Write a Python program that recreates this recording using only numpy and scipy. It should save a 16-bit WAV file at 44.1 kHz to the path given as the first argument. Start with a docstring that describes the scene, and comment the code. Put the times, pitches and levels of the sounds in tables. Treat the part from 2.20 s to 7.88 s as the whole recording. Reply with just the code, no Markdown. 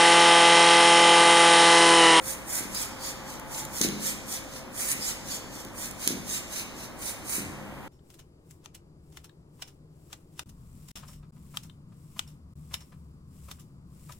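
"""A ventilated room with a hard floor; a small six-legged robot walks across it.
Gait: a cycle of nine moves, about four a second. Servos run up and stop, gear teeth rattling
and whining in plastic cases. Feet tick, joints scrape, and now and then the frame drops onto
a leg with a soft double knock. A dull bump as it comes to rest. Behind it: air, fan tones, a drone."""
import sys
import numpy as np
from scipy import signal
from scipy.fft import rfft, irfft, next_fast_len
from scipy.io import wavfile

SR = 44100
rng = np.random.default_rng(int(sys.argv[2]) if len(sys.argv) > 2 else 0)


def store_wav(level_fs):
    """Save 16-bit WAV to argv[1]."""
    pcm = np.round(np.clip(np.atleast_2d(level_fs), -1, 1) * 32767)
    wavfile.write(sys.argv[1], SR, pcm.T.astype(np.int16))


N = 250481
TIME = np.arange(N) / SR
FFT_SIZE = next_fast_len(N + SR)
HZ = np.maximum(np.arange(FFT_SIZE // 2 + 1) * SR / FFT_SIZE, 1)
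CUTOFF_HZ = 15550

# Frame drops onto a leg. Each row: start in seconds, first and second blow in dB, gap in seconds.
DROPS = [(.406, -35.5, -37, 0.047), (1.6096, -25.5, -22, 0.038), (2.75, -37, -38.5, 0.04),
         (3.452, -41.5, -48, 0.054), (3.8715, -29, -27, .033), (5.181, -31, -41, 0.039)]


def from_db(db):
    """Decibels to gain."""
    return 10 ** (np.asarray(db) / 20)


def unit_rms(x):
    """Scale to rms 1."""
    return x / np.sqrt(np.mean(x ** 2) + 1e-20)


def over_time(rows):
    """Interpolate each column after the time column at every sample."""
    times_s, *columns = np.transpose(rows)
    return [np.interp(TIME, times_s, column) for column in columns]


def over_hz(points):
    """Interpolate a table on a log-frequency axis."""
    hz, value = np.transpose(points)
    return np.interp(np.log(HZ), np.log(hz), value)


def filtered(x, gain):
    """Apply a gain per frequency."""
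    return irfft(rfft(x, FFT_SIZE) * gain, FFT_SIZE)[..., :N]


def colour(spectrum):
    """Gain per frequency that keeps the power of white noise."""
    return unit_rms(from_db(over_hz(spectrum)) * (HZ < CUTOFF_HZ + 500))


def drift(rate_hz):
    """Slow random signal, rms 1."""
    return unit_rms(filtered(rng.standard_normal(FFT_SIZE), 1 / (1 + (HZ / rate_hz) ** 2)))


def rough_tone(hz, width_hz):
    """Two independent narrow noise bands around a pitch given per sample."""
    phase = 2 * np.pi * np.cumsum(hz) / SR
    return np.array([drift(width_hz) * np.sin(phase) + drift(width_hz) * np.cos(phase)
                     for _ in range(2)])


def swell(peak_s, db, half_s):
    """Bell-shaped envelope."""
    return from_db(db) * np.exp(-((TIME - peak_s) / half_s) ** 2)


def reflections(x, t60_s):
    """Two independent sprays of dying echoes, each of unit energy."""
    t = TIME[:SR]
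    spray = rng.standard_normal((2, SR)) * from_db(-60 * t / t60_s) * (1 - np.exp(-t / 0.00036))
    spray /= np.sqrt(np.sum(spray ** 2, axis=1, keepdims=True))
    return filtered(x, rfft(spray, FFT_SIZE))


def moving_reflections(x, t60_s, pose_rad):
    """A change of pose shifts the sound between two sets of echo paths."""
    return reflections(x * np.cos(pose_rad), t60_s) + reflections(x * np.sin(pose_rad), t60_s)


def room(x):
    """Wall echoes, one tail per band; weakest and shortest at the top."""
    # Each row: upper edge in Hz, gain in dB, T60 in seconds.
    bands = [(3150, 1.5, 0.83), (6660, -6, 0.97), (20000, -8.5, 0.5)]
    pose_rad = 2.75 * drift(2.3)
    echoes, below = 0, 0
    for edge_hz, db, t60_s in bands:
        up_to_edge = 1 / (1 + (HZ / edge_hz) ** 8)
        band = filtered(x, np.sqrt(np.abs(up_to_edge - below)))
        echoes = echoes + from_db(db) * moving_reflections(band, t60_s, pose_rad)
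        below = up_to_edge
    return echoes


def ventilation(rumble_db=-40.5, rumble_top_hz=750, fan_hz=528.5, waver_db=2, waver_rad=1.08):
    """Rumble and rush of moving air, a faint whistle, wavering fan and mains tones."""
    # Air spectra. Each row: frequency in Hz, relative density in dB.
    rumble_spectrum = [(12, -44), (22, -5), (50, 1), (76, -9.5), (110, -6), (146, 2.5), (175, -7),
                       (233, 2.5), (340, -1), (424, -6.5), (560, -3.5), (850, -11.5)]
    rush_spectrum = [(500, -5), (800, 3), (1100, 2), (1450, -2), (2000, -3.5), (2500, -6.5), (3000, -9),
                     (4200, -18), (6000, -20), (9000, -19.5), (15500, -21.5)]
    # Level curves. Each row: time in seconds, relative level in dB.
    rush_curve = [(0.0, -48.5), (1.06, -47.5), (2.34, -51.5), (2.7, -50), (3.94, -52), (5.68, -49)]
    fan_curve = [(0.0, -52), (0.19, -54), (1.15, -54), (1.6, -55), (2.35, -53.5), (2.9, -58), (4.7, -72),
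                 (5.68, -55.5)]
    # Each row: time in seconds, pitch in Hz, rms level in dB.
    whistle_curve = [(0, 843, -59), (1.0, 855, -57), (1.28, 871, -49), (1.5, 863, -53), (1.75, 878, -89)]
    # Fan and mains hum. Each row: frequency in Hz, level in dB.
    hum_tones = [(59.2, -58.5), (100.2, -59), (197, -57), (646, -67)]
    rumble_gain = colour(rumble_spectrum) / np.sqrt(1 + (HZ / rumble_top_hz) ** 10)
    rumble = filtered(rng.standard_normal((2, N)), rumble_gain)
    rush = filtered(rng.standard_normal((2, N)), colour(rush_spectrum))
    air = from_db(rumble_db) * rumble + from_db(over_time(rush_curve)[0] + 4) * rush
    whistle_hz, whistle_db = over_time(whistle_curve)
    air += from_db(whistle_db) * rough_tone(whistle_hz, width_hz=21)
    fan_whine = (fan_hz, over_time(fan_curve)[0] + 1.9)
    for hz, db in hum_tones + [fan_whine]:
        phase = 2 * np.pi * hz * TIME + waver_rad * drift(6.1)
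        tone = np.sqrt(2) * np.array([np.sin(phase), np.cos(phase)])
        air += from_db(db + waver_db * drift(2.5)) * tone
    return air


def drone(hz=141):
    """A low, rough drone in the room swells twice."""
    envelope = swell(peak_s=1.38, db=-47.5, half_s=.15) + swell(peak_s=5.5, db=-52, half_s=.44)
    return envelope * rough_tone(np.full(N, hz), width_hz=3.4)


def bump(start_s=5.245, db=-36, hz=87.9, rise_s=0.012, t60_s=0.34):
    """One deep mode swells and dies as the robot comes to rest."""
    t = np.maximum(TIME - start_s, 0)
    envelope = (1 - np.exp(-t / rise_s)) * from_db(db - 60 * t / t60_s)
    return np.array([envelope * np.sin(2 * np.pi * hz * t), np.zeros(N)])


def drop_blows(start_s, first_db, second_db, gap_s, bounce_loss_db=3.5):
    """Impulses of one drop: two blows, then three uneven, dying bounces."""
    blows = np.zeros(N)
    blows[int(start_s * SR)] = from_db(first_db)
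    blows[int((start_s + gap_s) * SR)] = from_db(second_db)
    for k in range(2, 5):
        bounce_s = start_s + gap_s * (k + rng.uniform(-.125, .125))
        blows[int(bounce_s * SR)] = from_db(first_db - bounce_loss_db * k)
    return blows


def frame_knocks(band_hz=(140, 650), pose_detune=0.017, room_db=-3, room_t60_s=1.23):
    """Soft blows ring the frame, slightly detuned in each pose; the room booms after them."""
    # Frame and legs. Each row: frequency in Hz, level in dB, T60 in seconds.
    frame_modes = [(147, -11.5, 0.36), (199.5, -8.5, 0.5), (236, -7, 0.16), (288, -1.5, 0.1),
                   (336, -10.5, 0.17), (392, -8.5, 0.1), (482, -19, 0.07)]
    t, thud = TIME[:SR], 0
    for drop in DROPS:
        ring = 0
        for hz, db, t60_s in frame_modes:
            detuned_hz = hz * (1 + pose_detune * rng.standard_normal())
            ring += np.sin(2 * np.pi * detuned_hz * t) * from_db(db - 60 * t / t60_s)
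        thud += filtered(drop_blows(*drop), rfft(ring, FFT_SIZE))
    # The small frame radiates no deep bass, the soft contact no treble.
    thud = signal.sosfilt(signal.butter(3, band_hz, "band", fs=SR, output="sos"), thud)
    return np.array([thud, np.zeros(N)]) + from_db(room_db) * reflections(thud, room_t60_s)


def joint_scrapes(width_hz=280):
    """Joint friction swells and fades in a narrow resonance."""
    # Each row: peak time in seconds, level in dB, half length in seconds, resonance in Hz.
    scrapes = [(0.565, -34, 0.016, 4980), (0.85, -41.5, 0.04, 4693), (2.83, -36.5, .023, 4976),
               (2.882, -33, .012, 6980), (3.116, -41, 0.015, 4730), (4.106, -37, .012, 6485)]
    return sum(swell(peak_s, db, half_s) * rough_tone(np.full(N, hz), width_hz)
               for peak_s, db, half_s, hz in scrapes)


def contact_ticks(hold_s=0.0006, t60_s=0.012):
    """Hard contacts of feet and joints: cracks that die within milliseconds."""
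    # Each row: start in seconds, level in dB, thinness from 0 to 1.
    contacts = [(0.548, -26.5, .5), (1.197, -35.5, 0.9), (1.451, -30, 0.99), (1.6137, -14.5, 0.14),
                (1.616, -18, 0.1), (1.626, -27, 0), (1.653, -29, 0), (1.6873, -27.5, 0), (2.716, -21, 0.99),
                (3.4491, -34.5, 0.95), (3.7112, -32, 0.95), (3.8756, -11.5, 0.18), (3.8889, -37, 0),
                (3.909, -39, .7)]
    # Colour of the bright, broadband ticks. Each row: frequency in Hz, relative density in dB.
    tick_spectrum = [(800, -9), (1700, 0), (2900, 5), (3700, 7.5), (4800, 3), (5600, 5.5), (6600, 12.5),
                     (8200, 3), (9700, 6.5), (11000, 5.5), (13000, -1), (14300, 1), (15500, -5)]
    t, cracks = TIME[:SR // 10], np.zeros((2, N))
    for start_s, db, thinness in contacts:
        at = int(start_s * SR)
        envelope = from_db(db - 60 * np.maximum(t - hold_s, 0) / t60_s)
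        crack = rng.choice([-1, 1], (2, len(t))) * envelope
        cracks[:, at:at + len(t)] += signal.lfilter([1, -thinness], [1], crack)
    return filtered(cracks, colour(tick_spectrum))


def gear_whine(effort, whine_hz, power, width_hz=80, sag=.05, wobble=0.0087):
    """The gears of the strongest move sing roughly; pitch wavers, and sags as effort falls."""
    # Gear stages. Each row: ratio to the whine pitch, level in dB.
    stages = [(.5, -10.5), (.66, -11), (.83, -7), (1, 0.5), (1.32, -10)]
    move_power = power * effort ** 4
    strongest = move_power.argmax(0)
    slack = 1 - effort[strongest, np.arange(N)]
    pitch_hz = whine_hz[strongest, 0] * (1 - sag * slack + wobble * drift(24.7))
    tones = sum(from_db(db) * rough_tone(pitch_hz * ratio, width_hz * ratio) for ratio, db in stages)
    return np.sqrt(move_power.max(0)) * tones


def rotor_buzz(speed, rotor_hz, wander=0.0525, depth_db=2.1):
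    """Tooth load peaks once per motor turn; a gain of rms 1."""
    turns = np.cumsum(rotor_hz * speed * (1 + wander * drift(14.5))) / SR
    return unit_rms(from_db(depth_db * np.cos(2 * np.pi * turns)))


def gear_train(speed, mesh_hz, backlash_teeth=.14, uneven_db=2.5):
    """One click per meshing tooth; backlash shifts each by part of a tooth."""
    teeth_passed = np.cumsum(mesh_hz * speed) / SR
    tooth = np.arange(20000)
    lateness, strength = np.clip(rng.standard_normal((2, len(tooth))), -2, 2)
    at = np.searchsorted(teeth_passed, tooth + backlash_teeth * lateness)
    clicks = np.bincount(at, from_db(uneven_db * strength), N + 1)[:N]
    return unit_rms(clicks - clicks.mean())


def gear_rattle(speed, friction_db=-5.5, early_db=-3.5):
    """Tooth clicks and sliding friction of four gear trains, scattered by floor and frame."""
    mesh_hz = np.geomspace(800, 1600, 4) * rng.uniform(.9, 1.1, 4)
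    trains = np.array([gear_train(speed, hz) for hz in mesh_hz])
    clicks = unit_rms(np.array([trains[::2].sum(0), trains[1::2].sum(0)]))
    direct = unit_rms(clicks + from_db(friction_db) * rng.standard_normal((2, N)))
    early = moving_reflections(direct, t60_s=0.0065, pose_rad=2.43 * drift(5.24))
    return unit_rms(direct + from_db(early_db) * early)


def gear_moves(run_up_s=.066, run_down_s=.047):
    """All that works the gears: gait steps, strains under extra load, jolts from the drops."""
    # Each row: peak time in seconds, relative length, gear noise in dB, shrill share from 0 to 1,
    # whine in Hz, whine in dB relative to the noise.
    gait = [(.101, 0.96, -33.5, 0.68, 9210, -10.5), (.355, 1.04, -32, 0.82, 9320, -10.5),
            (.606, 1.2, -33.5, 0.45, 7960, -8), (.877, 0.99, -36, 0.24, 6830, -7.5),
            (1.124, 1.05, -44, 0, 6160, -11.5), (1.382, 1.11, -36.5, 0.5, 7220, -9.5),
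            (1.595, 0.94, -34.5, 0.6, 6500, -12), (1.881, 1.01, -31, 0.38, 7590, -9),
            (2.141, 0.93, -34, 0.28, 5970, -13), (2.368, 0.97, -43, 0.01, 5315, -12),
            (2.625, 1.02, -32.5, 0.63, 9420, -9), (2.884, 0.98, -32, 0.3, 7875, -7.5),
            (3.137, 1, -35, 0.2, 6934, -8), (3.387, 1.1, -43.5, 0.1, 6150, -12.5),
            (3.64, 1.05, -35.5, 0.55, 7286, -11), (3.866, 1, -35, 0.32, 6560, -12),
            (4.145, 1.06, -33, .32, 7630, -5), (4.381, 1.05, -34.5, .26, 5934, -15),
            (4.626, 1.04, -43.5, 0.05, 5356, -10.5), (4.882, 1.14, -35.8, 0.61, 9360, -5.5),
            (5.149, 1.17, -32, 0.73, 9240, -8)]
    # Each row: peak time in seconds, gear noise in dB.
    extra_loads = [(.388, -34), (2.712, -28.5)]

    def move(peak_s, rise_s, fall_s, db, shrill_share, whine_hz=0, whine_db=-np.inf):
        power = from_db(db) ** 2
        shrill, raspy = shrill_share * power, (1 - shrill_share) * power
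        return peak_s, rise_s, fall_s, shrill, raspy, whine_hz, from_db(db + whine_db) ** 2

    steps = [move(peak_s, run_up_s * length, run_down_s * length, *sound)
             for peak_s, length, *sound in gait]
    strains = [move(peak_s, rise_s=.055, fall_s=.03, db=db, shrill_share=.77,
                    whine_hz=9500, whine_db=-9.5) for peak_s, db in extra_loads]
    jolts = [move(start_s + .015, rise_s=.006, fall_s=.045, db=second_db - 5, shrill_share=.017)
             for start_s, _, second_db, _ in DROPS]
    return steps + strains + jolts


def servos(shrill_rotor_hz=148, raspy_rotor_hz=278.2, pace_spread=.07, flutter_db=1.36, gain_db=0.2):
    """Each move runs up, holds briefly and stops at its own pace; shrill and raspy servos share it."""
    # Servo cases. Each row: frequency in Hz, relative density in dB.
    shrill_case = [(900, -31), (1500, -7), (2000, -1), (2600, -1.5), (3100, -30), (3700, -29), (5200, -3),
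                   (6900, 4), (7900, 4), (8600, 2), (9350, 7), (10100, 1.5), (12300, -0.5), (15000, -3)]
    raspy_case = [(900, -22), (1600, -16), (2600, -8.5), (3500, -9), (4200, -6), (4900, -5.5), (5900, -2.5),
                  (7800, -4), (8600, -6), (9600, -9), (10300, -9), (12300, -9.5), (14000, -10.5),
                  (15500, -17)]
    moves = np.transpose(gear_moves())[:, :, None]
    peak_s, rise_s, fall_s, shrill_power, raspy_power, whine_hz, whine_power = moves
    ramp_s = np.where(TIME < peak_s, rise_s, fall_s)
    effort = np.exp(-np.abs((TIME - peak_s) / ramp_s) ** 2.3)
    pace = np.exp(pace_spread * np.sum(rng.standard_normal(peak_s.shape) * effort, axis=0))
    speed = pace * (effort.sum(0) + .01) ** .05
    sound = gear_whine(effort, whine_hz, whine_power)
    for case, power, rotor_hz in ((shrill_case, shrill_power, shrill_rotor_hz),
                                  (raspy_case, raspy_power, raspy_rotor_hz)):
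        envelope = np.sqrt(np.sum(power * effort ** 2, axis=0))
        gears = filtered(gear_rattle(speed) * rotor_buzz(speed, rotor_hz), colour(case))
        sound += gears * envelope * from_db(gain_db + flutter_db * drift(62))
    return sound


def stereo_image(pair, in_phase_hz=1346):
    """Two signals as mid and side to left and right; the treble swings in and out of phase."""
    # Each row: frequency in Hz, greatest coherence of the channels.
    coherence = [(50, 0.55), (300, 0.58), (550, 0.54), (1200, 0.94), (2750, 0.99), (4000, 0.48),
                 (5300, 0.64), (6800, 0.32), (9400, 0.63), (12000, 0.39), (15000, 0.27)]
    # Each row: frequency in Hz, left minus right in dB.
    balance = [(60, 1), (150, 3.5), (400, 0), (1000, 0.4), (2400, 2), (4000, -2), (5000, -0.5), (7500, -1),
               (9400, -5), (12000, -7), (15000, -8)]
    swing = np.cos(np.pi * np.maximum(HZ / in_phase_hz - 1, 0))
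    correlation = np.clip(over_hz(coherence), 0, .98) * swing
    mid, side = filtered(pair, np.sqrt([1 + correlation, 1 - correlation]))
    left_ratio = from_db(over_hz(balance))
    gains = np.array([left_ratio, np.ones_like(HZ)]) / np.sqrt(1 + left_ratio ** 2)
    return filtered(np.array([mid + side, mid - side]), gains)


def scene(tick_room_db=-12):
    """The robot and its echoes over the ventilation."""
    legs = servos() + joint_scrapes()
    ticks = contact_ticks()
    echoes = room(legs) + from_db(tick_room_db) * reflections(ticks, t60_s=0.68)
    return stereo_image(legs + ticks + echoes + frame_knocks() + bump() + drone() + ventilation())


def record(dry):
    """Steep zero-phase low-pass."""
    return signal.sosfiltfilt(signal.ellip(10, .05, 70, CUTOFF_HZ, fs=SR, output="sos"), dry)


dry = scene()
out = record(dry)
store_wav(out)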